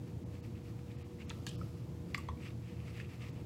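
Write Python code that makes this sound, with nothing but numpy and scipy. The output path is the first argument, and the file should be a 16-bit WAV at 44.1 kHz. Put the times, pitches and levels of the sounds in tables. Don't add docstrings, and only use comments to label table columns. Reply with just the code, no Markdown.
import sys
import numpy as np
from scipy import signal
from scipy.fft import rfft, irfft
from scipy.io import wavfile

SR = 44100
rng = np.random.default_rng(int(sys.argv[2]) if len(sys.argv) > 2 else 0)


def ratio_of_db(decibels):
    return 10 ** (np.asarray(decibels, float) / 20)


def wav_record(signal):
    frames = np.transpose(np.atleast_2d(signal))
    bounded = np.clip(frames, -1, 1)
    quanta = np.round(bounded * 32767).astype(np.int16)
    wavfile.write(sys.argv[1], SR, quanta)


N = 152145


def rms_one(x):
    return x / np.sqrt(np.mean(x ** 2) + 1e-20)


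def coloured_noise(spectrum):
    hz, db = np.transpose(spectrum)
    bins_hz = np.maximum(np.fft.rfftfreq(N, 1 / SR), 1)
    gain = ratio_of_db(np.interp(np.log(bins_hz), np.log(hz), db))
    return rms_one(irfft(rfft(rng.standard_normal(N)) * gain, N))


def drift(rate_hz):
    r = np.exp(-2 * np.pi * rate_hz / SR)
    wander = signal.lfilter([1], [1, -2 * r, r * r], rng.standard_normal(N + SR))
    return rms_one(wander[SR:])


def resonate(x, pitch_hz, width_hz):
    r = np.exp(-np.pi * width_hz / SR)
    numerator = (1 - r * r) / 2 * np.array([1, 0, -1])
    return signal.lfilter(numerator, [1, -2 * r * np.cos(2 * np.pi * pitch_hz / SR), r * r], x)


def add(out, start_s, sound):
    i = int(start_s * SR)
    out[i:i + len(sound)] += sound[:len(out) - i]


def sine(pitch_hz):
    return np.sqrt(2) * np.sin(2 * np.pi * pitch_hz * np.arange(N) / SR)


# pitch_hz [Hz], level_db [dB per Hz]
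RUMBLE_SPECTRUM = [(15, -102), (25, -30), (71, -3.5), (118, 1.5), (330, -14), (435, -20.5), (482, -16.5),
                   (525, -22), (800, -32.5), (1040, -33.5), (1760, -120)]
# pitch_hz [Hz], level_db [dB per Hz]
AIR_HISS = [(300, -40),
            (600, 0), (1000, -4), (1500, -9.5), (2600, -11.5), (5000, -15.5), (7800, -18.5),
                 (8300, -21.5), (16000, -24)]
# pitch_hz [Hz], width_hz [Hz], level_db [dB]
ROOM_MODES = [(83.2, 17.5, -52), (118.1, 18, -50), (171.2, 6.8, -57.5), (287.7, 19, -66), (321.6, 39, -60),
              (359.8, 9.1, -64.5),
              (217.3, 10.8, -66)]


def air_system():
    rumble = ratio_of_db(-46.5 + 1.24 * drift(3.6)) * coloured_noise(RUMBLE_SPECTRUM)
    hiss = ratio_of_db(-65 + 0.4 * drift(8.1)) * coloured_noise(AIR_HISS)
    hum = ratio_of_db(-61.5 + 1.2 * drift(3.2)) * sine(480)
    whine = ratio_of_db(-94) * sine(9438)
    out = rumble + hiss + hum + whine
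    for pitch_hz, width_hz, level_db in ROOM_MODES:
        noise = rng.standard_normal(N + SR)
        noise = resonate(resonate(noise, pitch_hz, width_hz), pitch_hz, width_hz)
        out += ratio_of_db(level_db) * rms_one(noise[SR:])
    return out


# middle_s [s], length_s [s], level_db [dB], brightness_db [dB]
STROKES = [(0.082, 0.1, -70, 6), (0.351, .1, -67, -2), (0.452, 0.08, -67, 6.5), (0.569, 0.077, -68, -6),
           (0.68, 0.1, -67.5, 8.5), (0.792, 0.03, -68, 3), (0.912, 0.095, -65, -1), (1.006, 0.16, -67, 0),
           (1.209, 0.043, -57, -10), (1.221, 0.033, -55.5, -16), (1.308, 0.14, -65.5, 6),
           (1.377, 0.16, -79.5, 22.5), (1.579, 0.6, -74, 18), (2.104, 0.096, -66.5, 6.5),
           (2.195, 0.12, -64, 7.5), (2.459, 0.15, -57, -2.5), (2.706, 0.24, -64, -1),
           (2.821, 0.095, -65.5, -1), (2.883, 0.12, -62, 2.5), (2.981, 0.15, -58.5, -0.5),
           (3.002, 0.056, -53.5, -12), (3.039, 0.05, -60, -7), (3.126, 0.15, -61.5, 0.5),
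           (3.226, 0.07, -57, -3), (3.262, 0.11, -58.5, 1), (3.378, 0.14, -66, -2), (1.123, .12, -75, 9),
           (1.795, 0.14, -75, 12.5), (3.445, 0.051, -85, 9)]
# pitch_hz [Hz], width_hz [Hz], level_db [dB], brightness_share [0-1]
HAIR_RESONANCES = [(1208, 200, -8, 0.65), (2230, 1000, -0.5, 0), (2683, 130, -10, 0.1),
                   (1850, 220, -12, 0.26), (2940, 1100, -19.5, 1), (4700, 1660, -10.5, 0.65),
                   (7800, 970, -17.5, 0.5), (11600, 7800, -18, 0.94), (6440, 2700, -21.5, 0.84)]


def finger_strokes():
    slips_per_s, slip_spread_db = 3000, 3.2
    t, out = np.arange(N) / SR, np.zeros(N)
    flicker = ratio_of_db(1.0 * drift(36.0))
    for pitch_hz, width_hz, level_db, share in HAIR_RESONANCES:
        sizes = ratio_of_db(slip_spread_db * np.minimum(rng.exponential(1, N), 5))
        sizes = sizes * rng.choice([-1, 1], N)
        slips = rms_one(sizes * (rng.random(N) < slips_per_s / SR))
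        power = np.zeros(N)
        for middle_s, length_s, stroke_db, bright_db in STROKES:
            swell = np.exp(-8 * ((t - middle_s) / length_s) ** 2)
            power += ratio_of_db(2 * (stroke_db + share * bright_db)) * swell ** 2
        rustle = resonate(resonate(slips, pitch_hz, width_hz), pitch_hz, 2 * width_hz)
        out += ratio_of_db(level_db) * rms_one(rustle) * np.sqrt(power) * flicker
    return out


# start_s [s], peak_db [dB], pitch_hz [Hz], t60_s [s]
TICKS = [(1.2956, -38, 6900, 0.006), (1.2957, -44, 4200, 0.0025), (1.2959, -44, 2350, .008),
         (1.2981, -44, 6300, 0.0065), (1.3023, -34, 3580, 0.0054), (1.3021, -31.5, 2690, 0.0051),
         (1.302, -48, 4250, 0.0068), (1.3038, -44, 3730, 0.0089), (1.3045, -51, 6800, 0.0098),
         (1.305, -48.5, 930, 0.054), (1.3076, -34, 2630, 0.006), (1.3088, -41, 1800, 0.013),
         (1.3078, -46.5, 1320, 0.061), (1.3165, -46, 1750, 0.01), (1.4663, -31.5, 7000, 0.0032),
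         (1.467, -38, 1060, 0.014), (1.4668, -35, 4360, 0.0056), (1.4662, -33, 2900, 0.008),
         (1.4685, -33, 3020, 0.0065), (1.467, -36.5, 1660, 0.025), (1.475, -38, 3800, 0.005),
         (1.4765, -39, 3570, .006), (1.4823, -44, 2920, .008), (1.4867, -45, 7260, 0.0059),
         (1.4874, -43, 4400, 0.0057), (1.4945, -49, 7700, 0.007), (1.4988, -46, 3200, .006),
         (1.4915, -38.5, 7500, 0.0057), (2.144, -38.5, 5100, 0.0054), (2.144, -34, 3000, .005),
         (2.1463, -20.5, 2035, 0.011), (2.147, -33, 2730, 0.015), (2.1461, -39, 3400, .012),
         (2.146, -31.5, 4560, 0.0092), (2.149, -46, 714, 0.018), (2.1547, -42, 2400, .01),
         (2.1758, -45, 4900, .004), (2.1793, -40.5, 7300, .005), (2.1789, -45, 11500, 0.0027),
         (2.188, -48, 8400, 0.0036), (2.2859, -31.5, 1960, 0.0061), (2.2862, -39, 617, 0.013),
         (2.2864, -45, 4200, 0.0045), (2.188, -50, 12100, .004), (2.8818, -44, 2190, .012),
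         (3.0005, -40.5, 2600, 0.0094), (3.0002, -36.5, 1850, 0.013), (3.006, -42, 1800, 0.01),
         (3.007, -48, 2680, .007)]
# start_s [s], peak_db [dB], pitch_hz [Hz]
SNAPS = [(.551, -56, 2530), (.658, -55, 2710), (.791, -57, 2380), (.903, -53, 2430), (1.186, -57, 1970),
         (1.206, -46, 2230), (2.374, -52, 2240), (2.404, -49, 2350), (2.428, -56, 2240), (2.792, -56, 2070),
         (2.802, -56, 2550), (2.955, -50, 2220), (3.002, -50, 4700), (3.014, -44, 2620), (3.047, -50, 2660),
         (3.058, -50, 2700), (3.092, -52, 2640), (3.22, -45, 2140), (3.368, -54, 2650),
         (1.6115, -49.5, 2276), (2.317, -52, 1950), (.356, -62, 4300), (.449, -52, 2400), (.918, -56, 3800),
         (1.218, -46, 2600), (2.176, -50, 2100), (2.455, -46, 2300)]


def ticks_and_snaps():
    snap_t60_s, crack_t60_s, crackle_t60_s = 0.014, 0.0018, 0.04
    crack_db, crackle_db = 0, -14
    rise_cycles = 1.6
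    out, t = np.zeros(N), np.arange(5000) / SR
    snaps = [(*snap, snap_t60_s) for snap in SNAPS]
    for start_s, peak_db, pitch_hz, t60_s in [*TICKS, *snaps]:
        rise = np.sin(np.pi / 2 * np.minimum(t * pitch_hz / rise_cycles, 1)) ** 2
        ring = np.sin(2 * np.pi * pitch_hz * t) * ratio_of_db(-60 * t / t60_s) * rise
        crack = ratio_of_db(crack_db - 60 * t / crack_t60_s) * rng.standard_normal(5000)
        crack += ratio_of_db(crackle_db - 60 * t / crackle_t60_s) * rng.standard_normal(5000) ** 3 / 4
        width_hz = 0.45 * pitch_hz
        crack = resonate(resonate(crack, pitch_hz, width_hz), pitch_hz, width_hz)
        crack *= 2 * np.sqrt(SR / 10 / pitch_hz)
        add(out, start_s, ratio_of_db(peak_db) * (ring + crack))
    return out


# start_s [s], level_db [dB], pitch_hz
# [Hz], width_hz [Hz], t60_s [s]
SETTLING = [
    (1.297, -62, 3600, 1500, .25),
    (1.4657, -55, 12600, 7000, 0.044),
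    (1.468, -50, 3020, 905, 0.29),
    (1.468, -58, 4870, 1500, .3),
    (1.47, -75, 5220, 250, 2.0),
    (1.471, -60, 8000, 4000, 0.17),
    (2.1443, -56.5, 12000, 8000, .05),
    (2.148, -57.5, 2700, 700, .4),
    (2.149, -57, 4600, 900, 0.22),
]


def settling_strands():
    out, t = np.zeros(N), np.arange(SR // 2) / SR
    for start_s, level_db, pitch_hz, width_hz, t60_s in SETTLING:
        slips = rng.standard_normal(len(t)) ** 3
        crackle = resonate(resonate(slips, pitch_hz, width_hz), pitch_hz, 2 * width_hz)
        add(out, start_s, ratio_of_db(level_db - 60 * t / t60_s) * rms_one(crackle))
    return out


# start_s [s], peak_db [dB], pitch_hz [Hz], t60_s [s], glide_hz_per_s [Hz/s]
GLUGS = [(1.6134, -41, 1290, 0.025, 506), (2.1472, -36.5, 1140, 0.026, 0),
         (2.1472, -49, 7400, 0.021, 20000), (2.1793, -40, 1130, 0.041, 0), (2.187, -54, 1135, .07, 0),
         (2.2, -58, 920, .07, 0), (2.2875, -35.5, 1080, 0.025, 0), (2.2865, -51, 3200, 0.045, 25000),
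         (2.286, -63.5, 5970, .035, 15000), (2.2863, -62, 8200, 0.018, 0), (2.287, -38, 920, 0.025, 0),
         (2.2945, -41, 1070, 0.04, -3000), (2.5, -60, 3600, 0.04, 15000), (2.288, -47, 80, .4, 0),
         (2.312, -51, 1090, 0.03, 4000)]


def bottle_glugs():
    attack_s, wobble_db = 0.0015, 1.5
    out, t = np.zeros(N), np.arange(6000) / SR
    for start_s, peak_db, pitch_hz, t60_s, glide_hz_per_s in GLUGS:
        envelope = ratio_of_db(peak_db - 60 * t / t60_s) * (1 - np.exp(-t / attack_s))
        wobble = ratio_of_db(wobble_db * drift(54.0)[:len(t)])
        cycles = pitch_hz * t + glide_hz_per_s * t * t / 2
        add(out, start_s, envelope * wobble * 2 * np.sin(2 * np.pi * cycles))
    return out


def room(x):
    level_db, t60_s, gap_s, cut_hz = -16, 0.36, 0.004, 9000
    t = np.arange(SR // 2) / SR
    tail = rng.standard_normal(len(t)) * ratio_of_db(-60 * t / t60_s) * (t > gap_s)
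    tail = signal.sosfilt(signal.butter(1, cut_hz, fs=SR, output="sos"), tail)
    tail /= np.sqrt(np.sum(tail ** 2))
    return ratio_of_db(level_db) * signal.fftconvolve(x, tail)[:N]


def scene():
    near = ticks_and_snaps() + bottle_glugs()
    background = air_system()
    rubbing = finger_strokes()
    settling = settling_strands()
    return (background + rubbing + settling + near + room(near))[None]


def roll_off(x):
    return signal.sosfilt(signal.butter(12, 16460, fs=SR, output="sos"), x)


# middle_s [s], low_hz [Hz], high_hz [Hz], depth_db [dB]
DROPOUTS = [(.247, 6400, 18000, -16), (.247, 2700, 4700, -12), (.417, 3000, 3700, -12),
            (1.036, 3300, 3600, -10), (1.269, 1600, 1900, -8), (.417, 7600, 18000, -16),
            (.417, 4700, 6200, -12), (.972, 7700, 11000, -14), (.972, 11700, 18000, -14),
            (.972, 5600, 6900, -12), (1.036, 4700, 15500, -13), (1.271, 7300, 12800, -12),
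            (1.271, 13500, 18000, -12), (1.271, 3900, 5000, -10), (1.57, 5700, 18000, -20),
            (1.57, 1600, 2500, -14), (1.579, 1600, 2200, -8), (1.57, 3600, 4000, -10),
            (3.319, 10000, 18000, -14), (3.319, 8200, 9400, -12), (3.319, 5300, 6200, -12)]


def record(dry):
    dropout_s, deepen = 0.017, 1.8
    t, out = np.arange(N) / SR, dry.copy()
    for middle_s, low_hz, high_hz, depth_db in DROPOUTS:
        band_filter = signal.butter(4, [low_hz, high_hz], "band", fs=SR, output="sos")
        band = signal.sosfiltfilt(band_filter, out)
        dip = np.exp(-(2 * (t - middle_s) / dropout_s) ** 2)
        out = out - (1 - ratio_of_db(deepen * depth_db)) * dip * band
    out = signal.sosfilt(signal.ellip(12, 0.5, 45, 15830, fs=SR, output="sos"), out)
    out = signal.sosfilt(signal.butter(2, 38.3, "high", fs=SR, output="sos"), out)
    return roll_off(out)


dry = scene()
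out = record(dry)
wav_record(out)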